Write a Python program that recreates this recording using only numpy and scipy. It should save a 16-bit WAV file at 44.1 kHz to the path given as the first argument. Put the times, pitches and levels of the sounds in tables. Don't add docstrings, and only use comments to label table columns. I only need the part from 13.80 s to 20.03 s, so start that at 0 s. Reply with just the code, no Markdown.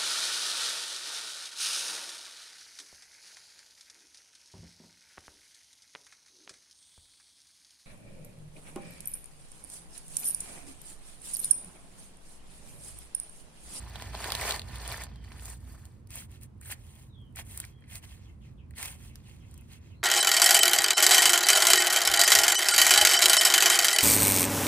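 import sys
import numpy as np
from scipy import signal
from scipy.fft import rfft, irfft, next_fast_len
from scipy.io import wavfile
from scipy.ndimage import uniform_filter1d, map_coordinates

SR = 44100
rng = np.random.default_rng(int(sys.argv[2]) if len(sys.argv) > 2 else 0)


def persist_wave(psi):
    counts = np.round(np.clip(psi, -1, 1) * 32767).astype(np.int16)
    wavfile.write(sys.argv[1], SR, np.atleast_2d(counts).T)


N = 274743
TIME = np.arange(N) / SR


def amp(db):
    return 10 ** (np.asarray(db) / 20)


def unit(x):
    return x / np.sqrt(np.mean(x ** 2) + 1e-20)


def along(points, hz):
    point_hz, values = np.transpose(points)
    return np.interp(np.log(hz + 1), np.log(point_hz + 1), values)


def wobble(rate):
    knots = rng.standard_normal(int(N * rate / SR) + 4)
    return map_coordinates(knots, [TIME * rate])


def swell(peak_s, rise, fall, power, ease_s=0.01):
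    ramp = np.interp(TIME, [peak_s - rise, peak_s, peak_s + fall], [0, 1, 0]) ** power
    return uniform_filter1d(ramp, int(ease_s * SR))


def filtered(x, response):
    size = next_fast_len(N + SR // 2)
    return irfft(rfft(x, size) * response(np.fft.rfftfreq(size, 1 / SR)), size)[..., :N]


def colour(spectrum):
    def response(hz):
        cepstrum = irfft(np.log(unit(amp(along(spectrum, hz)))))
        half = len(cepstrum) // 2
        cepstrum[1:half] *= 2
        cepstrum[half + 1:] = 0
        return np.exp(rfft(cepstrum))
    return response


def resonances(modes):
    return lambda hz: unit(sum(amp(db) * 1j * hz * width / (centre ** 2 - hz ** 2 + 1j * hz * width)
                               for centre, width, db in modes))


def noise(spectrum):
    return unit(filtered(rng.standard_normal((2, N)), colour(spectrum)))


def grains(rate, spread_db, life_s, bed):
    t = np.arange(128) / SR
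    when, pitch, chance, phase = rng.random((int(rate * N / SR), 4)).T
    size = amp(-spread_db * np.log(.02 + chance))
    tones = np.sin(np.pi * (SR * pitch[:, None] * t + 2 * phase[:, None]))
    pings = size[:, None] * np.exp(-t / life_s) * tones
    at = (when * N).astype(int)[:, None] + np.arange(len(t))
    fractures = np.bincount(at.ravel(), pings.ravel(), N)[:N]
    return unit(unit(fractures) + bed * rng.standard_normal(N))


def crackle(spectrum, rate, spread_db, life_s, bed):
    pair = np.array([grains(rate, spread_db, life_s, bed) for _ in range(2)])
    return unit(filtered(pair, colour(spectrum)))


def cracks(table, rise_s, decay_s, tail_db, tail_s):
    t = np.arange(SR // 30) / SR
    drives = np.zeros((len(table[0]) - 1, 2, N + len(t)))
    attack = (1 - np.exp(-t / rise_s)) ** 2
    envelope = attack * (np.exp(-t / decay_s) + amp(tail_db) * np.exp(-t / tail_s))
    for start_s, *band_db in table:
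        burst = rng.standard_normal((2, len(t))) * envelope
        burst *= np.sqrt(SR / 1000) / np.linalg.norm(burst, axis=1, keepdims=True)
        at = round(start_s * SR)
        drives[..., at:at + len(t)] += amp(band_db)[:, None, None] * burst
    return drives[..., :N]


# frequency in Hz, left minus right in dB.
BALANCE = [(60, -2.5), (300, -2.1), (1200, 0.5), (2400, -1.5), (3400, -2), (5000, -3.5), (7000, 0),
           (15000, 0)]


def stereo(pair, likeness, phase=None):
    def blend(hz):
        angle = np.arccos(np.clip(along(likeness, hz), 0, 1)) / 2
        return np.array([np.cos(angle), np.sin(angle)])

    def pan(hz):
        lead = along(phase, hz) if phase else 0
        left = amp(along(BALANCE, hz) / 2) * np.exp(.5j * lead)
        return np.array([left, 1 / left])
    mid, side = filtered(pair, blend)
    return filtered(np.array([mid + side, mid - side]), pan)


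# frequency in Hz, seconds to fall by 60 dB.
YARD_DECAY = [(200, 1), (3000, 0.16), (12000, 0.058)]


def yard_echoes(x):
    hz, t, bands = signal.stft(rng.standard_normal((2, SR // 2)), SR, nperseg=256)
    decay = amp(-60 * t / along(YARD_DECAY, hz)[:, None])
    tail = signal.istft(bands * decay, SR, nperseg=256)[1]
    return signal.fftconvolve(x, tail / np.linalg.norm(tail[0]), axes=1)[:, :N]


# time in seconds, level in dB.
TRAFFIC_RIDE = [(0, -44.5), (1.1, -46), (2.1, -49.5), (6.2, -48.5)]
# frequency in Hz, relative level in dB.
TRAFFIC_EQ = [(13, -59.5), (22, -26.5), (27, -21), (34, -26), (46, -3), (81, 0.5), (135, -4.5), (161, -13),
              (231, -12.5), (280, -20), (331, -20.5), (402, -25.5), (600, -33.5), (780, -49.5),
              (1320, -120)]


def traffic():
    level_db = np.interp(TIME, *np.transpose(TRAFFIC_RIDE))
    return amp(level_db + .6 * wobble(7)) * noise(TRAFFIC_EQ)


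def machine_hum(pitch_hz=59.2):
    fade = np.interp(TIME, [1.6, 2.15], [1, 0])
    gain = amp(-47 + 1.5 * wobble(6.7)) * fade
    return gain * np.sqrt(2) * np.sin(2 * np.pi * pitch_hz * TIME + .2 * wobble(4.7))


# frequency in Hz, relative level in dB.
AIR_EQ = [(150, -19.5), (400, 6.5), (600, 1.5), (1000, 5), (1500, -3.5), (2400, -8), (4000, -14),
          (6000, -16.5), (10000, -21), (15500, -37.5)]
# frequency in Hz, left-right likeness (0-1).
AMBIENCE_LIKENESS = [(60, 1), (140, 0.81), (300, 0.53), (600, 0.056), (3000, 0.067)]


def ambience():
    hum = machine_hum() * np.array([[1], [0]])
    rumble = traffic()
    air = amp(-71 + 0.23 * wobble(1.2)) * noise(AIR_EQ)
    return stereo(rumble + air + hum, AMBIENCE_LIKENESS)


def slurs(notes, rasp):
    song = np.zeros(N + SR)
    flutter = wobble(400)
    for start_s, length_s, from_hz, to_hz, db in notes:
        progress = np.linspace(0, 1, int(length_s * SR))
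        at = round(start_s * SR) + np.arange(len(progress))
        glide = from_hz * (to_hz / from_hz) ** np.sin(np.pi / 2 * progress)
        pitch = glide * (1 + rasp * flutter[at % N])
        envelope = amp(db) * np.sqrt(2) * np.abs(np.sin(np.pi * progress)) ** .8
        song[at] += envelope * np.sin(2 * np.pi * np.cumsum(pitch) / SR)
    return song[:N]


def chirps(count, start_s, every_s, length_s, from_hz, to_hz, db):
    notes = [(start_s + k * every_s, length_s, from_hz, to_hz, db) for k in range(count)]
    return slurs(notes, rasp=.09)


# start in seconds, length in seconds, first pitch in Hz,
# last pitch in Hz, level in dB ahead of the dry/wet mix.
BIRD_WHISTLES = [(1.3, .2, 3250, 3050, -70), (3.275, 0.24, 4020, 3030, -67.5),
                 (3.867, 0.2025, 3350, 3200, -77), (6.13, 0.11, 3900, 4300, -75)]


def birds():
    whistles = slurs(BIRD_WHISTLES, rasp=.026) * amp(2 * wobble(45))
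    run = chirps(count=12, start_s=4.274, every_s=.1645, length_s=.07, from_hz=3800, to_hz=2360, db=-68.5)
    echoes = yard_echoes(np.array([whistles + run] * 2))
    return amp(-8.5) * whistles + amp(-10) * run + amp(1) * echoes


# frequency in Hz, relative level in dB.
GRIT_EQ = [(3000, -30), (5500, -14.5), (7000, -2.5), (8500, 2), (10600, 2), (12200, -2.5), (14000, -5.5),
           (15700, -4)]
# frequency in Hz, left-right likeness (0-1).
SOIL_LIKENESS = [(500, 0.55), (2000, 0.74), (5200, 0.61), (7200, 0.9), (10500, 0.68), (11700, 1),
                 (13000, 1)]
# frequency in Hz, lead of the left side in radians.
SOIL_LEAD = [(400, 0), (1800, .7), (3400, 2.4), (5000, 2.3), (6000, 3), (7200, 3), (9300, 0),
             (11650, -3.14), (14000, -6.3), (16000, -9.4)]


def crumbs(start_s=1.5, level_db=-82):
    gain = amp(level_db + 2.2 * wobble(14)) * (TIME > start_s)
    trickle = gain * crackle(GRIT_EQ, rate=900, spread_db=7, life_s=.00016, bed=.8)
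    return stereo(trickle, SOIL_LIKENESS, SOIL_LEAD)


def pot_walls(x, echo_db, t60_s):
    t = np.arange(SR // 25) / SR
    bounces = rng.standard_normal(len(t)) * amp(-60 * t / t60_s) * (t > .001)
    bounces = signal.lfilter(*signal.butter(2, 1500, "high", fs=SR), bounces)
    echoes = signal.fftconvolve(x, bounces[None] / np.linalg.norm(bounces), axes=1)[:, :N]
    return x + amp(echo_db) * echoes


# start in seconds, body level in dB, treble level in dB.
RIB_SNAPS = [(.097, -58, -44), (.157, -34, -43), (.222, -46, -37.5), (.35, -35, -46), (.442, -30.5, -31),
             (.482, -49, -36), (.503, -29, -32), (.52, -21.5, -23), (.55, -23, -24), (.612, -31, -30.5),
             (.693, -31, -25.5), (.708, -23.5, -26), (.721, -27, -31.5), (.761, -36, -32.5),
             (.77, -50, -46), (.794, -31, -34.5), (.817, -36, -42), (.957, -37, -39), (1.077, -41, -30),
             (1.116, -33, -45), (1.173, -60, -35), (1.219, -61, -36), (1.236, -42, -31.5),
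             (1.242, -45.5, -41), (1.337, -63, -63), (1.358, -49, -55), (1.441, -61, -53),
             (1.519, -55.5, -60), (1.595, -46.5, -46), (1.655, -47, -33), (2.053, -53, -44.5)]
# frequency in Hz, relative level in dB.
RIB_EQ = [(200, -22.5), (500, -3), (1000, -6.5), (2500, -4.5), (3600, 3.5), (4600, 3), (5600, -16),
          (9000, -34.5)]
CRISP_EQ = [(3000, -30.5), (5800, -9), (7200, 0.5), (9000, -1.5), (11300, -4.5), (12500, -7.5),
            (15600, -12)]


def rib_snaps():
    body, treble = cracks(RIB_SNAPS, rise_s=0.00092, decay_s=.0008, tail_db=-32, tail_s=0.013)
    return filtered(body, colour(RIB_EQ)) + filtered(treble, colour(CRISP_EQ))


# moment of greatest force, rise and fall, all in seconds,
# then crush level in dB, crisp-edge level in dB.
GLOVE_PRESSES = [(.03, 0.4, 0.1, -55, -59.5), (.21, 0.18, .21, -48.5, -55), (0.449, .15, 0.2, -40.5, -45.5),
                 (.625, 0.024, 0.056, -41, -41.5), (.71, 0.21, 0.093, -36, -40.5),
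                 (.98, 0.2, 0.24, -49, -55), (1.12, 0.13, 0.09, -42.5, -47.5),
                 (1.21, 0.08, 0.059, -45, -50.5), (1.29, .08, 0.31, -62.5, -76),
                 (1.54, 0.14, 0.16, -57, -62.5), (1.69, 0.13, 0.1, -54.5, -49),
                 (1.91, 0.19, 0.21, -63, -61.5), (2.05, 0.036, 0.21, -69.5, -70)]
# start in seconds, level in dB.
FINGER_BUMPS = [(.157, -37), (.222, -33), (.35, -33.5), (.794, -34), (1.18, -42), (1.267, -46),
                (1.446, -46.5), (1.519, -44)]
# frequency in Hz, relative level in dB.
CRUSH_EQ = [(150, -36.5), (330, 0), (430, -2), (520, -1), (700, 4.5), (930, 4), (1220, -1), (1500, 0.5),
            (2300, 2), (2800, -4), (3300, -4.5), (4600, -8.5), (5600, -11), (7000, -10.5), (9000, -27)]
# frequency in Hz, bandwidth in Hz, relative level in dB.
POT_MODES = [(416, 29, 4), (852, 110, -9), (980, 43, -1.5), (1358, 110, -9.5), (1480, 120, -9.5),
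             (3110, 150, 0), (4100, 53, -10.5), (4530, 720, 1.5)]
# frequency in Hz, left-right likeness (0-1).
LEAF_LIKENESS = [(500, 0.73), (1000, 0.95), (2100, 0.94), (2800, 0.29), (4500, 0.2), (5400, 0.13),
                 (7200, 0.98), (10500, 0.61), (11700, 1), (13000, 0.96)]
# frequency in Hz, lead of the left side in radians.
LEAF_LEAD = [(100, 0), (2400, 0), (3100, 1.3), (3600, .6), (4700, .3), (5600, 4), (7200, 3.1), (9300, 0),
             (11650, -3.14), (14000, -6.3), (16000, -9.4)]


def leaves():
    force = np.array([swell(s, rise, fall, power=0.91) for s, rise, fall, *_ in GLOVE_PRESSES])
    press_power = amp(np.array(GLOVE_PRESSES)[:, 3:].T) ** 2
    crush_gain, crisp_gain = np.sqrt(press_power @ force ** 2)
    clumps = wobble(70)
    crush = crackle(CRUSH_EQ, rate=2500, spread_db=5, life_s=0.0013, bed=1)
    crush *= crush_gain * amp(1.2 * clumps)
    crisp = crackle(CRISP_EQ, rate=1200, spread_db=3, life_s=0.00044, bed=0.77)
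    crisp *= crisp_gain * amp(1.9 * clumps)
    snaps = rib_snaps()
    splinters = amp(-10) * crush_gain * crackle(RIB_EQ, rate=210, spread_db=1.5, life_s=0.00077, bed=0)
    splinters += amp(-7) * crisp_gain * crackle(CRISP_EQ, rate=140, spread_db=6.5, life_s=0.00047, bed=0)
    bumps, = cracks(FINGER_BUMPS, rise_s=0.0002, decay_s=0.00064, tail_db=-28, tail_s=.004)
    body = crush + filtered(bumps, colour(CRUSH_EQ))
    hollow = amp(-19.5) * filtered(body, resonances(POT_MODES))
    in_pot = pot_walls(body + hollow + crisp, echo_db=-7.5, t60_s=0.042)
    return stereo(in_pot + snaps + splinters, LEAF_LIKENESS, LEAF_LEAD)


# start in seconds, click level in dB, treble level in dB.
GRIT_TICKS = [(2.272, -57, -51), (2.305, -43, -38.5), (2.356, -43, -28.5), (2.515, -65, -49),
              (2.612, -55, -48), (2.633, -48, -39), (2.812, -62, -41), (2.916, -50, -29), (3.154, -60, -50),
              (3.415, -78, -64), (3.525, -76, -64), (3.559, -64, -33.5), (3.6, -45, -45), (3.775, -36, -25),
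              (3.801, -34, -23), (3.85, -43, -39), (4.155, -36, -34), (4.908, -74, -50), (4.983, -51, -34),
              (5.028, -34, -28), (5.056, -32, -28), (5.356, -42.5, -43), (5.712, -62, -50.5),
              (5.741, -53.5, -46), (5.777, -58, -45), (5.81, -65, -49)]
# frequency in Hz, relative level in dB.
CLICK_EQ = [(400, -20.5), (1000, -4), (2300, -4.5), (3500, -2), (5200, 2), (7000, 3), (9500, -19)]
# frequency in Hz, left-right likeness (0-1).
TICK_LIKENESS = [(500, .8), (2500, .7), (4000, .15), (6500, .15), (8500, .75), (13000, 1)]


def grit_ticks():
    click, treble = cracks(GRIT_TICKS, rise_s=.0007, decay_s=.0006, tail_db=-27, tail_s=.005)
    ticks = filtered(click, colour(CLICK_EQ)) + filtered(treble, colour(GRIT_EQ))
    return stereo(ticks, TICK_LIKENESS, SOIL_LEAD)


# start in seconds, drive level in dB ahead of the low-
BLADE_KNOCKS = [(2.814, -58.5), (2.829, -53), (3.569, -43.5), (3.591, -47), (3.831, -54), (3.839, -44.5),
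                (4.022, -64.5), (4.039, -59), (4.908, -58.5), (4.936, -59), (5.028, -40), (5.356, -65)]


def blade_knocks(cutoff_hz=5000):
    knocks, = cracks(BLADE_KNOCKS, rise_s=0.0009, decay_s=0.00077, tail_db=-16.5, tail_s=0.0046)
    return filtered(knocks, lambda hz: 1 / (1 + 1j * hz / cutoff_hz) ** 2)


# moment of greatest speed, rise and fall,
# all in seconds, then scrape level in dB, sliding-grit level in dB.
TROWEL_STROKES = [(2.372, 0.086, 0.098, -48.5, -44), (2.535, 0.061, 0.082, -62, -63),
                  (2.63, 0.03, 0.043, -62, -54), (2.88, .08, .06, -60.5, -47),
                  (2.918, 0.032, 0.031, -43.5, -38), (3.08, 0.27, 0.18, -66, -64),
                  (3.2, 0.18, 0.12, -64, -61.5), (3.59, 0.041, 0.043, -46, -44),
                  (3.721, 0.093, 0.21, -57.5, -49.5), (3.82, 0.12, 0.14, -59, -68),
                  (4.161, 0.091, 0.044, -52, -46.5), (4.244, .025, 0.022, -53.5, -54),
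                  (4.315, 0.13, 0.095, -59.5, -58.5), (4.44, 0.16, 0.14, -66, -77),
                  (4.66, 0.065, 0.095, -68, -77), (5.027, 0.08, 0.15, -44, -41),
                  (5.255, 0.14, 0.077, -59, -56.5), (5.38, 0.12, .11, -66.5, -72),
                  (5.485, 0.06, 0.15, -61.5, -64), (5.73, 0.27, 0.26, -66.5, -72.5),
                  (5.935, 0.066, 0.064, -57, -59), (6.06, 0.072, 0.14, -65.5, -80)]
# moment of the peak, rise and fall,
# all in seconds, then drive level in dB.
EDGE_SKIDS = [(2.885, .075, 0.043, -70.5), (4.14, 0.24, 0.094, -79.5)]
# frequency in Hz, relative level in dB.
SCRAPE_EQ = [(200, -31), (450, -5.5), (750, 1.5), (1250, -3), (1750, -3), (2200, -2.5), (2750, -0.5),
             (3350, 0.5), (4300, -4.5), (5600, -6), (7000, 0), (9000, -16.5)]
# frequency in Hz, bandwidth in Hz, relative level in dB.
BLADE_MODES = [(1720, 270, -2.5), (2040, 370, 2.5), (2320, 75, -2.5), (3290, 99, -14), (4100, 300, -3.5)]


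def trowel(curve=1.12, ring_db=-15.5, bury_s=0.17):
    speed = np.array([swell(s, rise, fall, curve) for s, rise, fall, *_ in TROWEL_STROKES])
    unburied = np.array([np.exp(-np.maximum(TIME - s + rise, 0) / bury_s)
                         for s, rise, *_ in TROWEL_STROKES])
    stroke_power = amp(np.array(TROWEL_STROKES)[:, 3:].T) ** 2
    scrape_gain, grit_gain = np.sqrt(stroke_power @ speed ** 2)
    ring_gain = amp(ring_db) * np.sqrt(stroke_power[0] @ (speed * unburied) ** 2)
    ring_gain += sum(amp(db) * swell(s, rise, fall, curve) for s, rise, fall, db in EDGE_SKIDS)
    slips = wobble(85)
    scrape = amp(.8 * slips) * crackle(SCRAPE_EQ, rate=1400, spread_db=3, life_s=0.00088, bed=1)
    hiss = amp(0.71 * slips) * crackle(GRIT_EQ, rate=3000, spread_db=4.5, life_s=.00016, bed=.7)
    ticks = grit_ticks()
    ring = filtered(blade_knocks() + ring_gain * scrape, resonances(BLADE_MODES))
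    in_pot = pot_walls(scrape_gain * scrape + grit_gain * hiss, echo_db=-9, t60_s=.045)
    return stereo(in_pot + ring, SOIL_LIKENESS, SOIL_LEAD) + ticks


def scene():
    work = leaves() + trowel() + crumbs()
    return work + amp(-17.5) * yard_echoes(work) + birds() + ambience()


def record(dry):
    top_hz = 15900
    return filtered(dry, lambda hz: 1 / np.sqrt(1 + (hz / top_hz) ** 160))


dry = scene()
out = record(dry)
persist_wave(out)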